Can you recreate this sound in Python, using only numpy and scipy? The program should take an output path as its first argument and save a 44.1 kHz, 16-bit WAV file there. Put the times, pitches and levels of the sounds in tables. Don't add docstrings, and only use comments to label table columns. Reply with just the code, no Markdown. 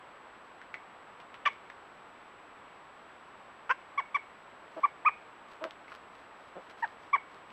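import sys
import numpy as np
from scipy import signal
from scipy.fft import rfft, irfft
from scipy.io import wavfile

SR = 44100
rng = np.random.default_rng(int(sys.argv[2]) if len(sys.argv) > 2 else 0)


def dump_mix(stems):
    frames = np.atleast_2d(stems).T
    limited = np.clip(frames, -1, 1)
    pcm = np.round(limited * 32767).astype(np.int16)
    wavfile.write(sys.argv[1], SR, pcm)


N = 331632


def gain_of(db):
    return 10 ** (np.asarray(db) / 20)


def evened(x):
    return x / np.sqrt(np.mean(x ** 2) + 1e-20)


def level_at(curve, hz):
    points_hz, levels_db = np.transpose(curve)
    return np.interp(np.log(hz + 1), np.log(points_hz + 1), levels_db)


def add(mix, start_s, sound):
    part = mix[round(start_s * SR):][:len(sound)]
    part += sound[:len(part)]


def coloured(x, curve):
    return irfft(rfft(x) * gain_of(level_at(curve, np.fft.rfftfreq(len(x), 1 / SR))), len(x))


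def camera_hiss(level_db=-53):
    # frequency_hz, level_db
    colour = [(25, -19.5), (60, -12.5), (130, -11), (300, -5.5), (600, -3), (1100, 0.5), (1700, -6),
              (2600, -12), (3400, -17.5), (3900, -22), (5500, -33), (7000, -40.5), (9500, -44),
              (12500, -44), (13300, -67.5)]
    return gain_of(level_db) * evened(coloured(rng.standard_normal(N), colour))


def camera_whine(pitch_hz=7796.6, picture_hz=29.7, level_db=-77.5):
    t = np.arange(N) / SR
    flips = np.tanh(20 * np.sin(2 * np.pi * picture_hz * t))
    return gain_of(level_db) * evened(flips * np.sin(2 * np.pi * pitch_hz * t))


def ringing(levels_db):
    log_gain = np.log(gain_of(levels_db))
    return np.fft.ifft(np.exp(np.conj(signal.hilbert(log_gain)))).real


def twig_snap(level_db, ring_hz, dryness, fade_s=0.092):
    # frequency_hz, level_db
    wood = [(150, -22.5), (600, -13), (1000, -3), (1350, -1), (2200, -3.5), (3200, -9), (4200, -14.5),
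            (6000, -22.5), (8000, -37), (14000, -40), (17000, -61)]
    t = np.arange(SR // 6) / SR
    splinter_db = np.interp(dryness, [0, 1], [-6.5, -24.5])
    force = 0.22 * gain_of(splinter_db - 60 * t / fade_s) * rng.standard_normal(len(t))
    force[0] = 1
    treble_db = np.interp(dryness, [0, 1], [-10, 5.5]) + 3 * np.log2(ring_hz / 2000)
    hz = abs(np.fft.fftfreq(2048, 1 / SR))
    ring_db = 9 / (1 + ((hz / ring_hz - 1) / 0.16) ** 2)
    body = ringing(level_at(wood, hz) + level_at([(1500, 0), (5000, treble_db)], hz) + ring_db)
    return gain_of(level_db) * signal.fftconvolve(force, body / abs(body).max())


def leaf_scuff(length_s, level_db, cracks_per_s=1500, spread_db=4):
    # frequency_hz, level_db
    leaves = [(300, -7), (1300, 2.5), (3000, -3), (4200, -7), (5800, -15.5), (7500, -25), (12000, -29.5),
              (16000, -43.5)]
    size = round(length_s * SR)
    cracks = rng.standard_normal(size) * (rng.random(size) < cracks_per_s / SR)
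    cracks *= gain_of(spread_db * np.minimum(rng.exponential(1, size), 4))
    return gain_of(level_db) * evened(coloured(cracks, leaves)) * np.sin(np.linspace(0, np.pi, size))


def wobble(size, rate_hz):
    return evened(coloured(rng.standard_normal(size), [(rate_hz, 0), (2 * rate_hz, -30), (4 * rate_hz, -90)]))


def pitch_arch(length_s, top_hz, start_share, end_share, top_at):
    progress = np.linspace(0, 1, round(length_s * SR))
    stage = np.interp(progress, [0, np.clip(top_at, .1, .9), 1], [-1, 0, 1])
    drop = np.where(stage < 0, 1 - start_share, 1 - end_share)
    return top_hz * (1 - drop * stage ** 2), stage


def air_puffs(cycles):
    # frequency_hz, level_db
    rasp = [(300, -16), (800, -14.5), (1700, 4.5), (2300, -5.5), (2900, -0.5), (3400, -11), (3900, -32.5),
            (6000, -31.5), (8000, -44), (14000, -66.5)]
    puffs = np.exp(-(cycles % 1) / 0.24) * rng.standard_normal(len(cycles))
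    return evened(coloured(puffs, rasp))


def low_cut(x, hz):
    return signal.sosfilt(signal.butter(2, hz, "high", fs=SR, output="sos"), x)


def yelp(length_s, rise_s, top_hz, level_db, second_db, higher_db, hoarseness):
    # frequency_hz, level_db
    colour = [(900, -9.5), (1700, 2.5), (2050, -6), (2400, 1.5), (2600, -4.5), (2850, -4.5), (3250, -8),
              (3450, -9), (3700, -25.5), (4600, -25), (5800, -23.5), (7000, -38.5), (10500, -58)]
    hz, stage = pitch_arch(length_s, top_hz, 1 - 14.5 * rise_s, end_share=.53, top_at=rise_s / length_s)
    swell_db = -22 * np.maximum(-stage, 0) ** 2.96
    hold = 0.38
    fade_db = -22.5 * np.maximum(stage - hold, 0) / (1 - hold)
    loudness = gain_of(swell_db + fade_db) * signal.windows.tukey(len(hz), .08)
    rough_start = hoarseness * np.clip(-2 * stage, 0, 1) ** 2
    rough_end = 0.55 * np.clip(1.215 * stage, 0, 1) ** 3
    rough = np.clip(0.012 + 0.25 * hoarseness + rough_start + rough_end, 0, 1)
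    cycles = np.cumsum(hz * (1 + (0.0031 + .08 * rough) * wobble(len(hz), 600))) / SR
    overtones = sum(gain_of(level_at(colour, k * hz) + (second_db if k == 2 else higher_db))
                    * np.cos(2 * np.pi * k * cycles) for k in range(2, 10))
    overtones *= gain_of(6.4 * np.minimum(rough, .6))
    half_pitch = np.cos(np.pi * cycles)
    flutter = 1 + rough * (0.46 * half_pitch + 0.42 * wobble(len(hz), 940))
    tone = (np.cos(2 * np.pi * cycles) + overtones) * flutter
    air = gain_of(2.0 + 0.42 * higher_db) * rough ** 1.6 * air_puffs(cycles)
    voice = (1 - .75 * rough ** 2) * tone + air
    return gain_of(level_db) * np.sqrt(2) * low_cut(voice * loudness, 500)


def chest_call(throat, bend, length_s, top_hz, level_db, rough, air_db, ends_db):
    hz, stage = pitch_arch(length_s, top_hz, *bend)
    loudness = gain_of(ends_db * abs(stage) ** 1.25) * signal.windows.tukey(len(hz), .15)
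    cycles = np.cumsum(hz * (1 + .15 * rough * wobble(len(hz), 250))) / SR
    colour = [(3200, -1.5), (3800, -6), (6500, -13), (8000, -40)]  # frequency_hz, level_db
    folds = sum(gain_of(level_at(colour, k * hz)) * np.cos(2 * np.pi * k * cycles) for k in range(1, 15))
    rasp = np.exp(-(cycles % 1) / 0.26) * wobble(len(hz), 1700)
    buzz = evened(folds) + 2.4 * rough * rasp
    voice = sum((-1) ** k * gain_of(db) * signal.lfilter(*signal.iirpeak(f, f / width, SR), buzz)
                for k, (f, width, db) in enumerate(throat))
    voice = evened(low_cut(voice, 0.72 * top_hz))
    return gain_of(level_db) * loudness * (voice + gain_of(air_db) * air_puffs(cycles))


def yap(length_s, top_hz, level_db, rough):
    # frequency_hz, width_hz, level_db
    throat = [(380, 85, -15.5), (1050, 255, 3), (1520, 270, 2), (2310, 400, -7), (2930, 780, -18),
              (5070, 1400, -24.5)]
    bend = (.75, .88, .57)
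    return chest_call(throat, bend, length_s, top_hz, level_db, rough, air_db=-15, ends_db=-14)


def grunt(length_s, top_hz, level_db):
    # frequency_hz, width_hz, level_db
    throat = [(180, 52, -11), (351, 140, -7), (585, 135, 0.5), (1400, 450, -17.5), (1890, 460, -30.5)]
    bend = (.93, 0.85, .33)
    return chest_call(throat, bend, length_s, top_hz, level_db, rough=0.45, air_db=-23, ends_db=-9.5)


def light_steps(start_s=6.0, end_s=7.4, count=6):
    walk = np.zeros(N)
    pace_s = (end_s - start_s) / count
    for k, late in enumerate(rng.random(count)):
        add(walk, start_s + pace_s * (k + late / 2), leaf_scuff(length_s=0.18, level_db=-65.5))
    return walk


def with_echo(sound, fade_s=0.34, echoes_per_s=2000):
    # delay_s, level_db
    near_echoes = [(.0045, -24), (.0095, -18.5), (0.0139, -19.5)]
    # frequency_hz, level_db
    colour = [(200, -14.5), (600, -8.5), (1150, -9.5), (1800, -7.5), (2200, 4.5), (2400, -1), (2600, -2.5),
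              (3200, 0), (8000, -5)]
    t = np.arange(SR // 2) / SR
    tail = rng.choice([-1., 1.], len(t)) * (rng.random(len(t)) < echoes_per_s / SR)
    tail *= gain_of(-60 * t / fade_s) * (1 - np.exp(-t / .008))
    echo = gain_of(-17) * coloured(tail / np.linalg.norm(tail), colour)
    for delay_s, level_db in near_echoes:
        add(echo, delay_s, gain_of([level_db]))
    return sound + signal.fftconvolve(sound, echo)[:N]


def scene():
    # start_s, length_s, rise_s, top_pitch_hz, level_db, second_harmonic_db,
    # higher_harmonics_db, hoarseness (0-1)
    yelps = [(1.452, .039, .016, 1191, -23.5, -7, -10, 0.97),
             (3.9744, .039, .0107, 1136, -27, -4.5, -17, 0.15),
             (4.143, 0.033, 0.01, 1165, -27, -1.5, -13, .12),
             (4.831, 0.033, .0152, 1175, -20, -14, -28.5, .08),
             (5.048, .049, .026, 1261, -20, -5.5, -25.5, 0.04),
             (6.823, .036, 0.011, 948, -29.5, -2, -23.5, 0.04),
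             (7.128, .041, 0.013, 1151, -21.5, -5.5, -21.5, 0.02)]
    # start_s, length_s, top_pitch_hz, level_db, roughness (0-1)
    one_yap = (3.692, .034, 533.5, -21, .33)
    # start_s, length_s, top_pitch_hz, level_db
    grunts = [(4.764, .035, 327.2, -37), (5.609, .04, 333, -38.5), (5.636, 0.0484, 339, -38),
              (6.55, 0.053, 183.4, -42)]
    # start_s, level_db, ring_hz, dryness (0-1)
    twigs = [(.616, -36.5, 1700, .25), (.742, -26.5, 2140, 0.23), (1.202, -38, 3100, .35),
             (1.343, -34, 3000, 0.2), (1.7008, -33, 1770, .4), (5.641, -20, 1250, 0.8),
             (5.7092, -32, 3520, 0.9), (5.881, -41, 2300, 0), (5.919, -35, 1330, 0.18),
             (6.877, -43, 3900, 0.7), (7.504, -38.5, 2900, .45)]
    # start_s, length_s, level_db
    scuffs = [(1.196, .03, -60), (1.518, 0.018, -55.5), (4.64, .29, -64), (5.461, .12, -60.5),
              (5.861, .15, -58.5), (6.686, 0.042, -56), (6.759, .11, -59.5)]
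    cubs = np.zeros(N)
    for source, events in [(yelp, yelps), (yap, [one_yap]), (grunt, grunts),
                           (twig_snap, twigs), (leaf_scuff, scuffs)]:
        for start_s, *settings in events:
            add(cubs, start_s, source(*settings))
    return with_echo(cubs + light_steps())[None]


def record(dry):
    low_pass = signal.firwin(511, cutoff=15500, window=("kaiser", 9), fs=SR)
    return signal.oaconvolve(dry + camera_hiss() + camera_whine(), low_pass[None], "same")


dry = scene()
out = record(dry)
dump_mix(out)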